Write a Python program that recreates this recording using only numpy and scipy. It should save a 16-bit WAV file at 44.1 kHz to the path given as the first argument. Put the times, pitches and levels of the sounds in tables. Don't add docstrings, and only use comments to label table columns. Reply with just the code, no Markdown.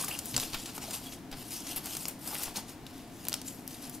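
import sys
import numpy as np
from scipy import signal
from scipy.fft import rfft, irfft
from scipy.io import wavfile
from scipy.ndimage import uniform_filter1d

SR = 44100
rng = np.random.default_rng(int(sys.argv[2]) if len(sys.argv) > 2 else 0)


def file_out(sig):
    cols = np.atleast_2d(sig).T
    lim = np.clip(cols, -1, 1)
    pcm = np.round(lim * 32767).astype(np.int16)
    wavfile.write(sys.argv[1], SR, pcm)


N = 176400
TIME = np.arange(N) / SR
FILTER_HZ, ALL_HZ = np.fft.rfftfreq(2048, 1 / SR), np.fft.rfftfreq(N, 1 / SR)


def amp(db):
    return 10 ** (np.asarray(db) / 20)


def unit(x):
    return x / np.sqrt(np.mean(x ** 2) + 1e-20)


def curve(points, hz):
    f, value = np.transpose(points)
    return np.interp(np.log(hz + 1), np.log(f + 1), value)


def add(mix, start_s, sound):
    at = round(start_s * SR)
    part = mix[:, max(at, 0):max(at + sound.shape[1], 0)]
    part += sound[:, max(-at, 0):][:, :part.shape[1]]


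def colour(x, db):
    log_gain = np.log(amp(np.r_[db, db[-2:0:-1]]))
    response = np.exp(np.conj(signal.hilbert(log_gain)))
    taps = np.fft.ifft(response).real[:len(FILTER_HZ)]
    return signal.fftconvolve(x, taps / np.linalg.norm(taps))[:len(x)]


def band(hz, centre, half_width):
    return 1 / (1 + ((hz - centre) / half_width) ** 2)


def noise(gain):
    return unit(irfft(rfft(rng.standard_normal(N)) * gain, N))


# frequency in Hz, relative level in dB.
FLOOR_SPECTRUM = [(25, -8.5), (130, -2.5), (280, 0.5), (450, -12.5), (800, -11.5), (1200, -18.5),
                  (2000, -20), (2700, -22.5), (3700, -24.5), (8000, -29.5), (13500, -30.5), (16000, -33)]
# pitch in Hz, width in Hz, level in dB.
HUM_RESONANCES = [(137.5, 31, -64), (259.3, 34, -55), (307, 7, -61), (327.6, 28, -62.5), (433.6, 22, -65.5),
                  (703, 34, -65)]
def room_tone(floor_db=-48.5, apart_db=-14, hiss_hz=5000, rumble_hz=50):
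    hum = sum(amp(db) * noise(band(ALL_HZ, hz, width / 2)) for hz, width, db in HUM_RESONANCES)
    shape = amp(curve(FLOOR_SPECTRUM, ALL_HZ))
    apart = amp(apart_db) + ALL_HZ / (ALL_HZ + hiss_hz) + .5 * band(ALL_HZ, 0, rumble_hz)
    apart = np.clip(apart, 0, .95)
    own, shared = shape * apart, shape * np.sqrt(1 - apart ** 2)
    ports = np.array([noise(own), noise(own)]) * np.linalg.norm(own)
    ports += noise(shared) * np.linalg.norm(shared)
    return hum + amp(floor_db) * ports / np.linalg.norm(shape)


def swell(t, rise_s):
    fall_s = 0.0088 + rise_s
    return np.exp(-np.where(t < 0, .5 * (t / rise_s) ** 2, t / fall_s))


def creases(size=26460, per_s=4000, spread_db=3.2, decay_s=0.0047):
    clicks = rng.standard_normal(size) * amp(spread_db * np.minimum(rng.exponential(1, size), 3.5))
    clicks *= rng.random(size) < per_s / SR
    ring_power = signal.lfilter([1], [1, -np.exp(-2 / (decay_s * SR))], clicks ** 2)
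    ring = np.sqrt(ring_power) * rng.standard_normal(size)
    return unit(unit(clicks) + np.sqrt(2) * unit(ring))


def facets(bins=24):
    jagged = rng.standard_normal(len(FILTER_HZ))
    return unit(uniform_filter1d(uniform_filter1d(jagged, bins), bins))


def flexing(swarm, spectrum_db, run_size=1100, facet_db=2.5):
    padding = np.zeros(len(FILTER_HZ))
    out = np.zeros(len(swarm) + len(padding))
    for at in range(0, len(swarm), run_size):
        run = colour(np.r_[swarm[at:at + run_size], padding], spectrum_db + facet_db * facets())
        out[at:at + len(run)] += run
    return out[:len(swarm)]


def scatter(x, size=512, glance_db=-11, glance_s=0.0019, highpass_hz=8900, max_lag_s=12e-6):
    t = np.arange(size) / SR
    glances = rng.standard_normal((2, size)) * t * np.exp(-2 * t / glance_s)
    glances = signal.lfilter(*signal.butter(1, highpass_hz, "high", fs=SR), glances)
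    glances *= amp(glance_db) / np.linalg.norm(glances, axis=1, keepdims=True)
    lag_s = max_lag_s * rng.uniform(-0.86, 1)
    shift = np.exp(1j * np.pi * np.fft.rfftfreq(len(x), 1 / SR) * lag_s)
    direct = irfft(rfft(x) * np.array([shift, 1 / shift]), len(x))
    return direct + signal.fftconvolve(x[None], glances, axes=1)[:, :len(x)]


# frequency in Hz, relative level in dB.
SURFACE_SPECTRUM = [(300, -31), (1000, -24), (1800, -15.5), (2800, -2.5), (3800, -3), (4900, 0.5),
                    (6200, 1), (8000, 1.5), (10000, 3), (12500, 3), (14500, 1.5), (16000, -22)]
# frequency in Hz, relative level in dB.
SHEET_SPECTRUM = [(40, -41.5), (300, -6), (550, -3.5), (800, 1), (1250, -4.5), (1800, -8), (2600, -6),
                  (5000, -7.5), (16000, -78)]
# peak time in seconds, rise in seconds,
# level in dB, treble tilt in dB per octave, body in dB relative to the hiss.
FINGER_STROKES = [(0.016, 0.029, -35, -2.5, -8.5), (0.093, 0.01, -42.5, 7, -2), (.14, 0.063, -42.5, -1, -7),
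                  (0.299, 0.041, -43, -0.5, -14), (.425, 0.049, -38.5, -4, -12.5),
                  (.55, 0.018, -39, -5.5, -4.5), (0.61, 0.065, -45, -4, -35), (0.696, 0.028, -47, -3, -2.5),
                  (0.764, 0.015, -43, -1, -6), (0.836, 0.017, -41.5, -4, -5.5), (.905, 0.031, -45, -3, -7),
                  (0.95, 0.017, -37, -1.5, -7.5), (1.07, 0.047, -47, -3, -10),
                  (1.13, 0.0093, -43, -4.5, -9), (1.335, 0.012, -40.5, -6, -5),
                  (1.411, 0.044, -47.5, -4, -10), (1.562, 0.059, -40.5, -1.5, -14.5),
                  (1.675, 0.021, -43.5, -3.5, -6), (1.717, 0.026, -39.5, -3.5, -10),
                  (1.777, .012, -42, -4, -3), (1.869, 0.031, -45.5, 0.5, -4.5),
                  (1.945, 0.053, -41, -2.5, -11), (2.03, 0.031, -42.5, 0.5, -17),
                  (2.093, 0.012, -42.5, 3, -5), (2.299, 0.054, -42, 1, -7), (2.345, 0.022, -40.5, 3, -4),
                  (2.405, 0.033, -41, 1, -6.5), (2.439, 0.021, -37.5, -1, -9.5),
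                  (2.484, 0.015, -42, -5, -3), (2.575, 0.015, -37, -2.5, -5.5),
                  (2.701, 0.018, -46.5, -3.5, -9), (2.989, 0.1, -54.5, -4.5, -7.5),
                  (3.269, 0.09, -51.5, -4, -18), (3.349, 0.015, -49.5, -0.5, -5),
                  (3.48, 0.015, -41.5, -1.5, -32), (3.549, 0.079, -53, 0.5, -20),
                  (3.739, 0.043, -47.5, -2.5, -18), (3.858, 0.041, -45.5, -3, -11),
                  (3.95, 0.016, -45, 0, -14)]
def strokes():
    out = np.zeros((2, N))
    for peak_s, rise_s, db, tilt_db, body_db in FINGER_STROKES:
        swarm = creases()
        t = (np.arange(len(swarm)) - len(swarm) // 3) / SR
        hiss = flexing(swarm, curve(SURFACE_SPECTRUM, FILTER_HZ) + tilt_db * np.log2(FILTER_HZ + 1))
        body = colour(creases(), curve(SHEET_SPECTRUM, FILTER_HZ))
        stroke = amp(db) * swell(t, rise_s) * (hiss + amp(body_db) * body)
        add(out, peak_s + t[0], scatter(stroke))
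    return out


# start in seconds, pitch in Hz, level in dB.
PANEL_FLIPS = [(.039, 1156, -31.5), (.779, 943, -35.5), (2.310, 885, -39), (2.3285, 870, -35.5),
               (2.4805, 830, -37.5), (2.584, 886, -36)]
def panel_knocks(size=2048, peak_s=0.0012, overtone_ratio=1.32):
    out, t = np.zeros((2, N)), np.arange(size) / SR
    envelope = t / peak_s * np.exp(1 - t / peak_s)
    for start_s, hz, db in PANEL_FLIPS:
        phase = 2 * np.pi * hz * t
        modes = np.sin(phase) + .5 * np.sin(overtone_ratio * phase)
        add(out, start_s, amp(db) * scatter(envelope * modes))
    return out


# start in seconds, level in dB, centre pitch in Hz,
# decay in milliseconds, the sheet's pop in dB relative to the crack.
FOLD_SNAPS = [(0.0449, -28, 9200, 5.2, -22), (0.082, -29.5, 8000, 5, -4.5), (0.1896, -27, 7300, 3.7, -42),
              (0.257, -32, 11200, 2.4, -16), (0.3415, -28.5, 3620, 9, -4.5),
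              (0.3644, -20.5, 6400, 1.3, -12), (0.3783, -25, 5750, 0.95, -4.5),
              (.399, -26.5, 5800, 3.5, -14), (.4305, -34, 3480, 3.1, -4), (.5325, -33.5, 3450, 5.5, -18),
              (0.5439, -27, 2170, 8.1, -5), (0.6578, -33, 5160, 7, -8), (0.7794, -36, 6140, 3.8, -4),
              (0.9081, -31.5, 6500, 5.8, -10), (1.3145, -42, 6000, 3.5, -5), (1.327, -39, 3360, 4.2, -10),
              (1.5069, -38, 9000, 1.6, -13), (1.7612, -29.5, 12000, 4, -28),
              (1.8577, -31.5, 9200, 3.6, -28), (1.8694, -37.5, 8050, 1.1, -0.5), (1.95, -38, 6960, 2.7, 0),
              (1.968, -29, 7800, 3.2, -12), (2.0545, -28.5, 4430, 1.3, -32),
              (2.083, -25.5, 11100, 2.9, -23), (2.2773, -33, 7200, 0.62, -12),
              (2.3535, -33.5, 2800, 0.33, -10), (2.3635, -38.5, 2200, 1.8, 0.5),
              (2.434, -27.5, 8500, 3.7, -20), (2.559, -31.5, 4200, 9, -14), (2.8659, -40, 4130, 2.2, -11),
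              (3.2518, -36.5, 9050, 1.3, -8), (3.2692, -37.5, 3480, 0.26, 0),
              (3.2847, -23, 10300, 1.3, -26), (3.2956, -34.5, 8000, 1, -18), (3.3208, -38, 4000, 0.71, 0),
              (3.3292, -26.5, 4730, 0.76, -22), (3.3402, -23.5, 5240, 1.9, -16),
              (3.4158, -36.5, 5030, 1.7, -25), (3.677, -32.5, 9550, 1.2, -35),
              (3.896, -36, 11500, 3.6, -32)]
def fold_snaps(size=2048, width_octaves=0.63, skirt_db=-10, rise_s=71e-6, pop_decay_s=0.006):
    out, t = np.zeros((2, N)), np.arange(size) / SR
    onset = 1 - np.exp(-t / rise_s)
    burst_gain = np.sqrt(.002 * SR)
    for start_s, db, hz, decay_ms, pop_db in FOLD_SNAPS:
        bell = np.exp(-.5 * (np.log2((FILTER_HZ + 1) / hz) / width_octaves) ** 2)
        crack = rng.standard_normal(size) * onset * np.exp(-t * 1000 / decay_ms)
        crack = colour(crack, 20 * np.log10(bell + amp(skirt_db)))
        pop = rng.standard_normal(size) * onset * np.exp(-t / pop_decay_s)
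        pop = colour(pop, curve(SHEET_SPECTRUM, FILTER_HZ))
        snap = crack / np.linalg.norm(crack) + amp(pop_db) * pop / np.linalg.norm(pop)
        add(out, start_s, burst_gain * amp(db) * scatter(snap))
    return out


# frequency in Hz, relative level in dB.
GLOVE_SPECTRUM = [(25, -37), (65, -1), (130, 5), (200, 3.5), (330, -11), (600, -14), (16000, -87)]
# peak time in seconds, rise in seconds, level in dB.
HAND_BUMPS = [(.085, 0.072, -49.5), (.348, 0.013, -39), (0.377, 0.014, -39), (.54, 0.013, -47),
              (.835, 0.037, -47), (1.21, 0.0083, -48.5), (1.336, 0.006, -45), (2.583, 0.021, -47)]
def hand_bumps():
    power = sum((amp(db) * swell(TIME - peak_s, rise_s)) ** 2 for peak_s, rise_s, db in HAND_BUMPS)
    return np.sqrt(power) * noise(amp(curve(GLOVE_SPECTRUM, ALL_HZ)))


# start in seconds, length in seconds,
# pitch in Hz, half-width in Hz, level in dB.
FACET_SQUEAKS = [(0.109, 0.018, 2600, 250, -37.5), (0.122, 0.044, 2900, 400, -45.5),
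                 (0.149, 0.014, 2640, 200, -42.5), (.3665, 0.005, 7450, 300, -23),
                 (0.877, 0.027, 673, 40, -46.5), (1.058, 0.021, 3300, 40, -47),
                 (1.084, 0.013, 3300, 40, -50), (1.763, 0.034, 11600, 1400, -36),
                 (3.478, 0.011, 7700, 1300, -37.5)]
def squeaks(size=4096):
    out, t, f = np.zeros((2, N)), np.arange(size) / SR, np.fft.rfftfreq(size, 1 / SR)
    for start_s, length_s, hz, half_width, db in FACET_SQUEAKS:
        arch = np.sin(np.pi * np.sqrt(np.minimum(t / length_s, 1)))
        tone = arch * irfft(rfft(rng.standard_normal(size)) * band(f, hz, half_width))
        tone *= np.linalg.norm(arch) / np.linalg.norm(tone)
        add(out, start_s, amp(db) * scatter(tone))
    return out


# frequency in Hz, time to fade by 60 dB in seconds.
ROOM_DECAY = [(200, 0.45), (6000, 0.42), (16000, 0.18)]
def room(x, size=22050, tail_db=-11, apart_hz=7600, build_s=0.00071):
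    t = np.arange(size) / SR
    hz, frame_s, (left, right) = signal.stft(rng.standard_normal((2, size)), SR, nperseg=256)
    shared = band(hz, 0, apart_hz)[:, None]
    ports = np.array([left, shared * left + np.sqrt(1 - shared ** 2) * right])
    decay = amp(-60 * frame_s / curve(ROOM_DECAY, hz)[:, None])
    tail = signal.istft(ports * decay, SR, nperseg=256)[1][:, :size]
    tail *= 1 - np.exp(-t / build_s)
    return x + amp(tail_db) * signal.fftconvolve(x, tail / np.linalg.norm(tail[0]), axes=1)[:, :N]


def scene():
    handling = strokes() + panel_knocks() + fold_snaps() + hand_bumps() + squeaks()
    return room(handling) + room_tone()


# frequency in Hz, left minus right level in dB.
PORT_BALANCE = [(60, 2), (1000, 2.5), (2400, 0.1), (6000, 1.4), (14000, 5.5)]
def record(dry, left_lag_s=13e-6, cutoff_hz=15720):
    lean = amp(curve(PORT_BALANCE, ALL_HZ) / 2) * np.exp(-1j * np.pi * ALL_HZ * left_lag_s)
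    ports = irfft(rfft(dry) * np.array([lean, 1 / lean]), N)
    lowpass = signal.firwin(401, cutoff_hz, window=("kaiser", 8), fs=SR)
    return signal.oaconvolve(ports, lowpass[None], "same")


dry = scene()
out = record(dry)
file_out(out)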